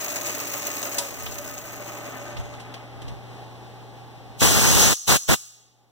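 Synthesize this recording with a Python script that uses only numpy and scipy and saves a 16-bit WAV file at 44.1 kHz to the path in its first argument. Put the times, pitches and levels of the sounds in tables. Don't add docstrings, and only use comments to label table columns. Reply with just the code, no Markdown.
import sys
import numpy as np
from scipy import signal
from scipy.fft import rfft, irfft, next_fast_len
from scipy.io import wavfile
from scipy.ndimage import uniform_filter1d, map_coordinates

SR = 44100
rng = np.random.default_rng(int(sys.argv[2]) if len(sys.argv) > 2 else 0)


def wav_out(sig):
    wavfile.write(sys.argv[1], SR, np.round(np.clip(np.atleast_2d(sig).T, -1, 1) * 32767).astype(np.int16))


N = 260627
T = np.arange(N) / SR

# time in seconds, speed in turns per second.
SPINDLE_SPEED = [(0, 24.3), (.9, 19.24), (2.4, 8), (3.6, 0.8)]
# multiple of the spindle rate, level in dB.
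GEAR_MESHES = [(15, -13), (27, -14), (43, -27)]
# frequency in Hz, level in dB per Hz.
CASTING_SPECTRUM = [(80, 5), (190, -3.5), (280, 4), (380, 1), (470, -2.5), (600, -6), (720, -3.5),
                    (950, -6), (1250, -4.5), (1600, -15.5), (2000, -4.5)]
# frequency in Hz, width in Hz, level in dB.
CASTING_RESONANCES = [(273, 15, -4), (587.2, 13, 1), (679.6, 26, -7.5), (1255, 16, -8.5), (1525, 58, -13.5),
                      (1776, 5.9, -7)]
# frequency in Hz, level in dB per Hz.
HEAD_SPECTRUM = [(1800, -4.5), (2500, -2), (3200, -15.5), (4500, -9), (5700, -10), (6500, 1), (7300, -5),
                 (8100, -10), (10500, -15), (12500, -13.5), (13800, -10.5), (14700, 1.5), (15700, -13)]
# time in seconds, level in dB.
CLUTCH_CLACKS = [(0.0447, -22.5), (0.158, -18.5), (0.2672, -20.5), (0.349, -22.5), (0.4, -22),
                 (0.5365, -19.5), (0.6684, -21.5), (0.828, -18), (0.853, -24.5), (1.3845, -24)]
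# valve open in seconds, valve starts to shut in seconds, extra hiss rise in seconds,
# roar in dB, hiss in dB, singing in dB over the hiss.
AIR_BLASTS = [(4.421, 4.931, 0.013, -25.5, -21.5, -13.5), (5.081, 5.166, 0.0012, -24, -20.5, -10.5),
              (5.289, 5.344, .001, -23, -23.5, -34)]
# frequency in Hz, level in dB per Hz.
AIR_SPECTRUM = [(25, -11.5), (60, 3), (140, 3), (300, -3), (600, -6), (1300, -8), (2800, -10.5),
                (4000, -10), (4700, -9.5), (5300, -11), (6700, -7), (8300, -11.5), (11000, -15.5),
                (14200, -14), (15600, -16)]
# frequency in Hz, width in Hz, level in dB.
BORE_RESONANCES = [(6040, 370, 3), (6460, 240, 2.5), (6630, 120, 8.5)]
# time in seconds, half length in seconds, jet gain in dB, singing gain in dB.
HOLE_CROSSINGS = [(4.687, 0.048, -0.45, 10), (4.83, .055, 3, 10)]
# frequency in Hz, t60 in seconds.
ROOM_T60 = [(150, .35), (1200, 0.94), (3500, 0.97), (6500, 0.7), (10000, .58), (15000, 0.58)]
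# frequency in Hz, gain in dB.
WALL_GAIN = [(100, -27), (700, -29), (1200, -22.5), (2000, -19), (3500, -9.5), (6500, 1.5), (10000, -0.5),
             (15000, -5)]
# frequency in Hz, width in Hz, level in dB.
ECHO_RESONANCES = [(1215, 60, 5.5)]
# time in seconds, level in dB, bright edge in dB over it.
TOOL_CLICKS = [(0.9809, -20.5, 5.5), (1.261, -25.5, -26), (2.2997, -50, 1), (2.3667, -31.5, -30),
               (2.535, -40, -23), (2.598, -37.5, -8), (2.7384, -32, -15), (3.0165, -37, -11),
               (3.0792, -36.5, -13.5)]
# frequency in Hz, level in dB per Hz.
CLICK_SPECTRUM = [(300, -2.5), (1500, -8.5), (3000, 0), (6000, -10.5), (8000, -19.5), (16000, -24)]
# frequency in Hz, level in dB, t60 in seconds.
SWITCH_RING = [(561, -29, 0.33), (963, -31.5, 0.18)]
# time in seconds, level in dB, half length in seconds.
HAND_BUMPS = [(1.257, -37, 0.058), (1.42, -46, 0.17), (2.392, -33, 0.032), (2.472, -39, 0.093),
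              (3.09, -34.5, 0.095)]
# time in seconds, level in dB before HUM_MAKEUP_DB.
HUM_LEVEL = [(0.0, -62.5), (0.23, -56.5), (1.27, -58), (2.07, -50.5), (3.24, -49), (4.3, -52.5)]
# frequency in Hz, level in dB per Hz.
FAN_SPECTRUM = [(25, -26.5), (60, 4), (170, 0), (250, -1), (420, -6), (650, -9), (810, -3), (950, -14),
                (1200, -19), (1700, -19), (3500, -21.5), (6500, -30.5), (10000, -37.5), (15500, -38)]
# frequency in Hz, width in Hz, level in dB.
FAN_RESONANCES = [(402, 39, -6.5), (805, 45, -6), (1117, 39, -10), (1231, 12, -12.5)]
# frequency in Hz, gain in dB.
SIDE_GAIN = [(60, -18), (200, -18.5), (450, -7), (1300, 0), (12500, 0.5)]
# frequency in Hz, share of the opposite channel subtracted.
CROSSFEED_SHARE = [(300, 0.94), (2300, 0.75), (4600, 0.72), (7000, 0.5), (12000, 0.33)]

SWITCH_OFF_S, UNLOAD_S = 0.985, 0.037
FULL_SPEED_TPS = 27.2
DRONE_DB, DRONE_DB_PER_OCTAVE, DRONE_DROP_DB = -36, 3.5, 2.5
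RATTLE_DB, RATTLE_DB_PER_OCTAVE, RATTLE_DROP_DB = -33.5, 7, 4
CRITICAL_TPS, CRITICAL_WIDTH_TPS, CRITICAL_DB = 10.14, 2.05, 5.5
SEAT_TPS, HOLDER_SEAT_TPS = 8.1, 10.2
FLUTTER_DB = 1
SLAP_DB, SLAP_SCATTER_DB = 0.5, 1.5
SHUDDER_DB, SHUDDER_RISE_S, SHUDDER_T60_S = -9.5, 0.011, 0.18
SURGE_DB, SURGE_PEAK_S, SURGE_WIDTH_S = 3, 0.034, 0.023
CLICK_T60_S = 0.059
HUM_MAKEUP_DB = 14.5
CROSS_DELAY_S = 19 / 44100
TOP_HZ = 15900


def amp(db):
    return 10 ** (np.asarray(db) / 20)


def unit(x):
    return x / np.sqrt(np.mean(x ** 2) + 1e-20)


def along(points, hz):
    point_hz, values = np.transpose(points)
    return np.interp(np.log(hz + 1), np.log(point_hz + 1), values)


def curves(rows):
    times_s, *columns = np.transpose(rows)
    return [np.interp(T, times_s, column) for column in columns]


def wobble(rate_hz):
    knots = rng.standard_normal(int(N * rate_hz / SR) + 4)
    return map_coordinates(knots, [T * rate_hz])


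def bell(x, centre, width):
    return np.exp(-((x - centre) / width) ** 2)


def filtered(x, response):
    size = next_fast_len(N + SR // 2)
    hz = np.fft.rfftfreq(size, 1 / SR)
    return irfft(rfft(x, size) * response(hz), size)[..., :N]


def coloured(x, spectrum):
    return filtered(x, lambda hz: amp(along(spectrum, hz)))


def resonate(x, modes):
    def response(hz):
        total = 0
        for k, (centre_hz, width_hz, db) in enumerate(modes):
            damping = 1j * hz * width_hz
            total = total + (-1) ** k * amp(db) * damping / (centre_hz ** 2 - hz ** 2 + damping)
        return total
    return filtered(x, response)


def below(x, edge, order=8):
    return 1 / np.sqrt(1 + (x / edge) ** order)


def above(x, edge, order=8):
    return np.sqrt(1 - below(x, edge, order=order) ** 2)


def noise(lean):
    a, b = rng.standard_normal((2, N))
    lean = np.clip(lean, -1, 1)
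    return np.array([a, lean * a + np.sqrt(1 - lean ** 2) * b])


def strike(start_s, t60_s, attack_s):
    t = np.maximum(T - start_s, 0)
    return (1 - np.exp(-t / attack_s)) * amp(-60 * np.minimum(t / t60_s, 4))


def impacts(rate_hz, scatter_db, t60_s):
    strength = amp(scatter_db * rng.standard_normal(N)) ** 2
    blows = (rng.random(N) < rate_hz / SR) * strength
    decay = amp(-60 * np.arange(SR // 10) / SR / t60_s) ** 2
    power = np.abs(signal.fftconvolve(blows, decay)[:N])
    return unit(np.sqrt(power))


def machine_levels(speed):
    octaves = np.log2(np.maximum(speed, .1) / FULL_SPEED_TPS)
    coasting = np.clip((T - SWITCH_OFF_S) / UNLOAD_S, 0, 1)
    critical_db = CRITICAL_DB * bell(speed, CRITICAL_TPS, CRITICAL_WIDTH_TPS)
    drone_db = DRONE_DB + DRONE_DB_PER_OCTAVE * octaves - DRONE_DROP_DB * coasting + critical_db
    rattle_db = RATTLE_DB + RATTLE_DB_PER_OCTAVE * octaves - RATTLE_DROP_DB * coasting
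    return drone_db, rattle_db


def drill_press():
    speed, = curves(SPINDLE_SPEED)
    drone_db, rattle_db = machine_levels(speed)
    turns = np.cumsum(speed) / SR
    chatter = amp(1.0 * np.cos(4 * np.pi * turns) + 0.3 * np.cos(2 * np.pi * turns))
    moving = np.tanh(np.abs(speed) / 5)
    return moving * casting(turns, chatter, drone_db) + tapping_head(speed, turns, chatter, rattle_db)


def casting(turns, chatter, drone_db):
    knocks = noise(0.44) * impacts(640, scatter_db=1.5, t60_s=0.053) * amp(0.9 * np.cos(2 * np.pi * turns))
    band = lambda hz: below(hz, 2310) * above(hz, 110, order=4)
    body = unit(filtered(knocks, lambda hz: amp(along(CASTING_SPECTRUM, hz)) * band(hz)))
    ring = amp(2.4 * wobble(14)) * unit(resonate(noise(.85) * chatter, CASTING_RESONANCES))
    mesh = 0
    for order, db in GEAR_MESHES:
        level = amp(db + 2.8 * wobble(12))
        mesh = mesh + level * np.sin(2 * np.pi * order * turns + 0.78 * wobble(26))
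    shudder = sum(amp(db + SHUDDER_DB) * strike(s, SHUDDER_T60_S, SHUDDER_RISE_S) for s, db in CLUTCH_CLACKS)
    return np.hypot(amp(drone_db), shudder) * (amp(-4.0) * body + amp(-6.5) * ring + mesh)


def tapping_head(speed, turns, chatter, rattle_db):
    loose = amp(rattle_db) * above(speed, SEAT_TPS, order=12)
    clacks = sum(amp(db - 6.0) * strike(s, t60_s=0.04, attack_s=0.0005) for s, db in CLUTCH_CLACKS)
    clacks = clacks + loose * slaps(turns, t60_s=.035)
    rattle = loose * unit(chatter) * amp(FLUTTER_DB * wobble(44.8))
    teeth = np.hypot(rattle * impacts(1300, scatter_db=3.5, t60_s=0.018), clacks)
    holder_loose = above(speed, HOLDER_SEAT_TPS, order=10)
    holder_rattle = rattle * holder_loose * impacts(900, scatter_db=2.0, t60_s=0.015)
    ticks = np.hypot(holder_rattle, clacks * amp(-1.5))
    gears = filtered(noise(.3) * teeth, lambda hz: above(hz, 1900) * below(hz, 10000))
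    holder = filtered(noise(.3) * ticks, lambda hz: above(hz, 9900))
    return coloured(gears + holder, HEAD_SPECTRUM) * amp(8.5)


def slaps(turns, t60_s):
    strength = amp(SLAP_DB + SLAP_SCATTER_DB * rng.standard_normal(N))
    blows = np.diff(np.floor(turns), prepend=0) * strength
    return signal.fftconvolve(blows, amp(-60 * T[:SR // 10] / t60_s))[:N]


def air_gun():
    roar_db, hiss_db, bore_db = jet_levels()
    air = lambda hz: amp(along(AIR_SPECTRUM, hz))
    roar = unit(filtered(noise(0.35), lambda hz: air(hz) * below(hz, 2800, order=20)))
    hiss = unit(filtered(noise(.2), lambda hz: air(hz) * above(hz, 2300, order=20)))
    leak = amp(hiss_db - 1.5 + 0.29 * wobble(200)) * valve(rise_s=0.044, fall_s=0.072, extra_share=0.56)
    gush_db = roar_db + 0.86 * wobble(250) + 1.0 * wobble(35)
    gush = amp(gush_db) * valve(rise_s=0.022, fall_s=0.033, extra_share=0)
    bore = leak * amp(bore_db) * unit(resonate(noise(.1), BORE_RESONANCES))
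    jet = gush * roar + leak * hiss + bore
    echo = room(amp(-13.0) * coloured(jet, WALL_GAIN) + amp(-10.0) * bore)
    mid, side = amp(20) * (jet + echo + resonate(echo, ECHO_RESONANCES))
    mid = filtered(mid, lambda hz: below(hz, 2104, order=70) + above(hz, 2605, order=70) + amp(-29.0))
    return np.array([mid, side])


def jet_levels():
    rows = []
    for open_s, shut_s, _, *levels_db in AIR_BLASTS:
        rows += [(open_s, *levels_db), (shut_s, *levels_db)]
    roar_db, hiss_db, bore_db = curves(rows)
    swell_db = sum(SURGE_DB * bell(T, open_s + SURGE_PEAK_S, SURGE_WIDTH_S) for open_s, *_ in AIR_BLASTS)
    swell_db = swell_db + sum(db * bell(T, s, half_s) for s, half_s, db, _ in HOLE_CROSSINGS)
    singing_db = sum(db * bell(T, s, half_s) for s, half_s, _, db in HOLE_CROSSINGS)
    return roar_db + swell_db, hiss_db + swell_db, bore_db + singing_db


def valve(rise_s, fall_s, extra_share):
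    flow = 0
    for open_s, shut_s, extra_s, *_ in AIR_BLASTS:
        delay_s = extra_share * extra_s
        opening = (open_s + delay_s - T) / (rise_s + delay_s)
        closed = np.maximum(opening, (T - shut_s) / fall_s)
        flow = flow + amp(-60 * np.clip(closed, 0, 3))
    return flow


def room(x):
    hz, t, z = signal.stft(rng.standard_normal((2, SR)), SR, nperseg=256)
    decay = amp(-60 * t / along(ROOM_T60, hz)[:, None])
    tail = signal.istft(z * decay, SR, nperseg=256)[1]
    return signal.fftconvolve(x, tail / np.linalg.norm(tail[0]), axes=1)[:, :N]


def clicks():
    shapes = []
    for s, db, _ in TOOL_CLICKS:
        diffuse_tail = amp(-21) * strike(s, 0.63, attack_s=0.01)
        shapes.append(amp(db) * (strike(s, CLICK_T60_S, attack_s=0.0032) + diffuse_tail))
    snap = coloured(sum(shapes) * noise(0.13), CLICK_SPECTRUM) * amp(5.5)
    top = sum(shape * amp(edge_db + 4) for shape, (_, _, edge_db) in zip(shapes, TOOL_CLICKS))
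    edge = filtered(top * noise(0.34), lambda hz: above(hz, 4300) * below(hz, 9200))
    ring = 0
    for hz, db, t60_s in SWITCH_RING:
        envelope = amp(db) * strike(TOOL_CLICKS[0][0], t60_s, attack_s=0.016)
        ring = ring + envelope * np.sin(2 * np.pi * hz * T + .5 * wobble(62.0))
    return snap + edge + ring


def handling():
    push = sum(amp(db) * bell(T, s, half_s) for s, db, half_s in HAND_BUMPS) + amp(-48.5)
    thud = unit(filtered(noise(0), lambda hz: above(hz, 28, order=6) * below(hz, 92, order=4)))
    return push * thud * amp([[-5], [-8]])


def workshop():
    hum_db, = curves(HUM_LEVEL)
    hum_gain = amp(hum_db + HUM_MAKEUP_DB + 0.6 * wobble(9))
    hum = hum_gain * np.sin(2 * np.pi * 120 * T + .16 * wobble(6.4))
    fan = unit(coloured(noise(0.25), FAN_SPECTRUM))
    fan = fan + amp(-11.0) * unit(resonate(noise(.7), FAN_RESONANCES))
    fan_db = -47.0 + .5 * (hum_db - hum_db[-1]) + .8 * wobble(12)
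    return hum + amp(fan_db) * fan


def scene():
    mid, side = drill_press() + clicks() + workshop()
    mid, side = np.array([mid, coloured(side, SIDE_GAIN)]) + handling() + air_gun()
    return np.array([mid + side, mid - side]) * amp([[-.2], [.2]])


def record(dry):
    share = lambda hz: np.clip(along(CROSSFEED_SHARE, hz), 0, 1)
    cross = lambda hz: share(hz) * np.exp(-2j * np.pi * hz * CROSS_DELAY_S)
    wide = dry - filtered(dry[::-1], cross)
    wide = wide - 0.4 * filtered(wide - wide[::-1], lambda hz: above(hz, 13400, order=60))
    power = np.abs(uniform_filter1d(np.mean(wide ** 2, axis=0), size=600))
    level_db = 10 * np.log10(power + 1e-12)
    excess_db = np.maximum(level_db + 13.0, 0)
    release_db = 1.5 * T
    duck_db = np.maximum.accumulate(excess_db + release_db) - release_db
    hiss = amp(-76) * rng.standard_normal((2, N))
    return filtered(wide * amp(-duck_db) + hiss, lambda hz: below(hz, TOP_HZ, order=240))


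dry = scene()
out = record(dry)
wav_out(out)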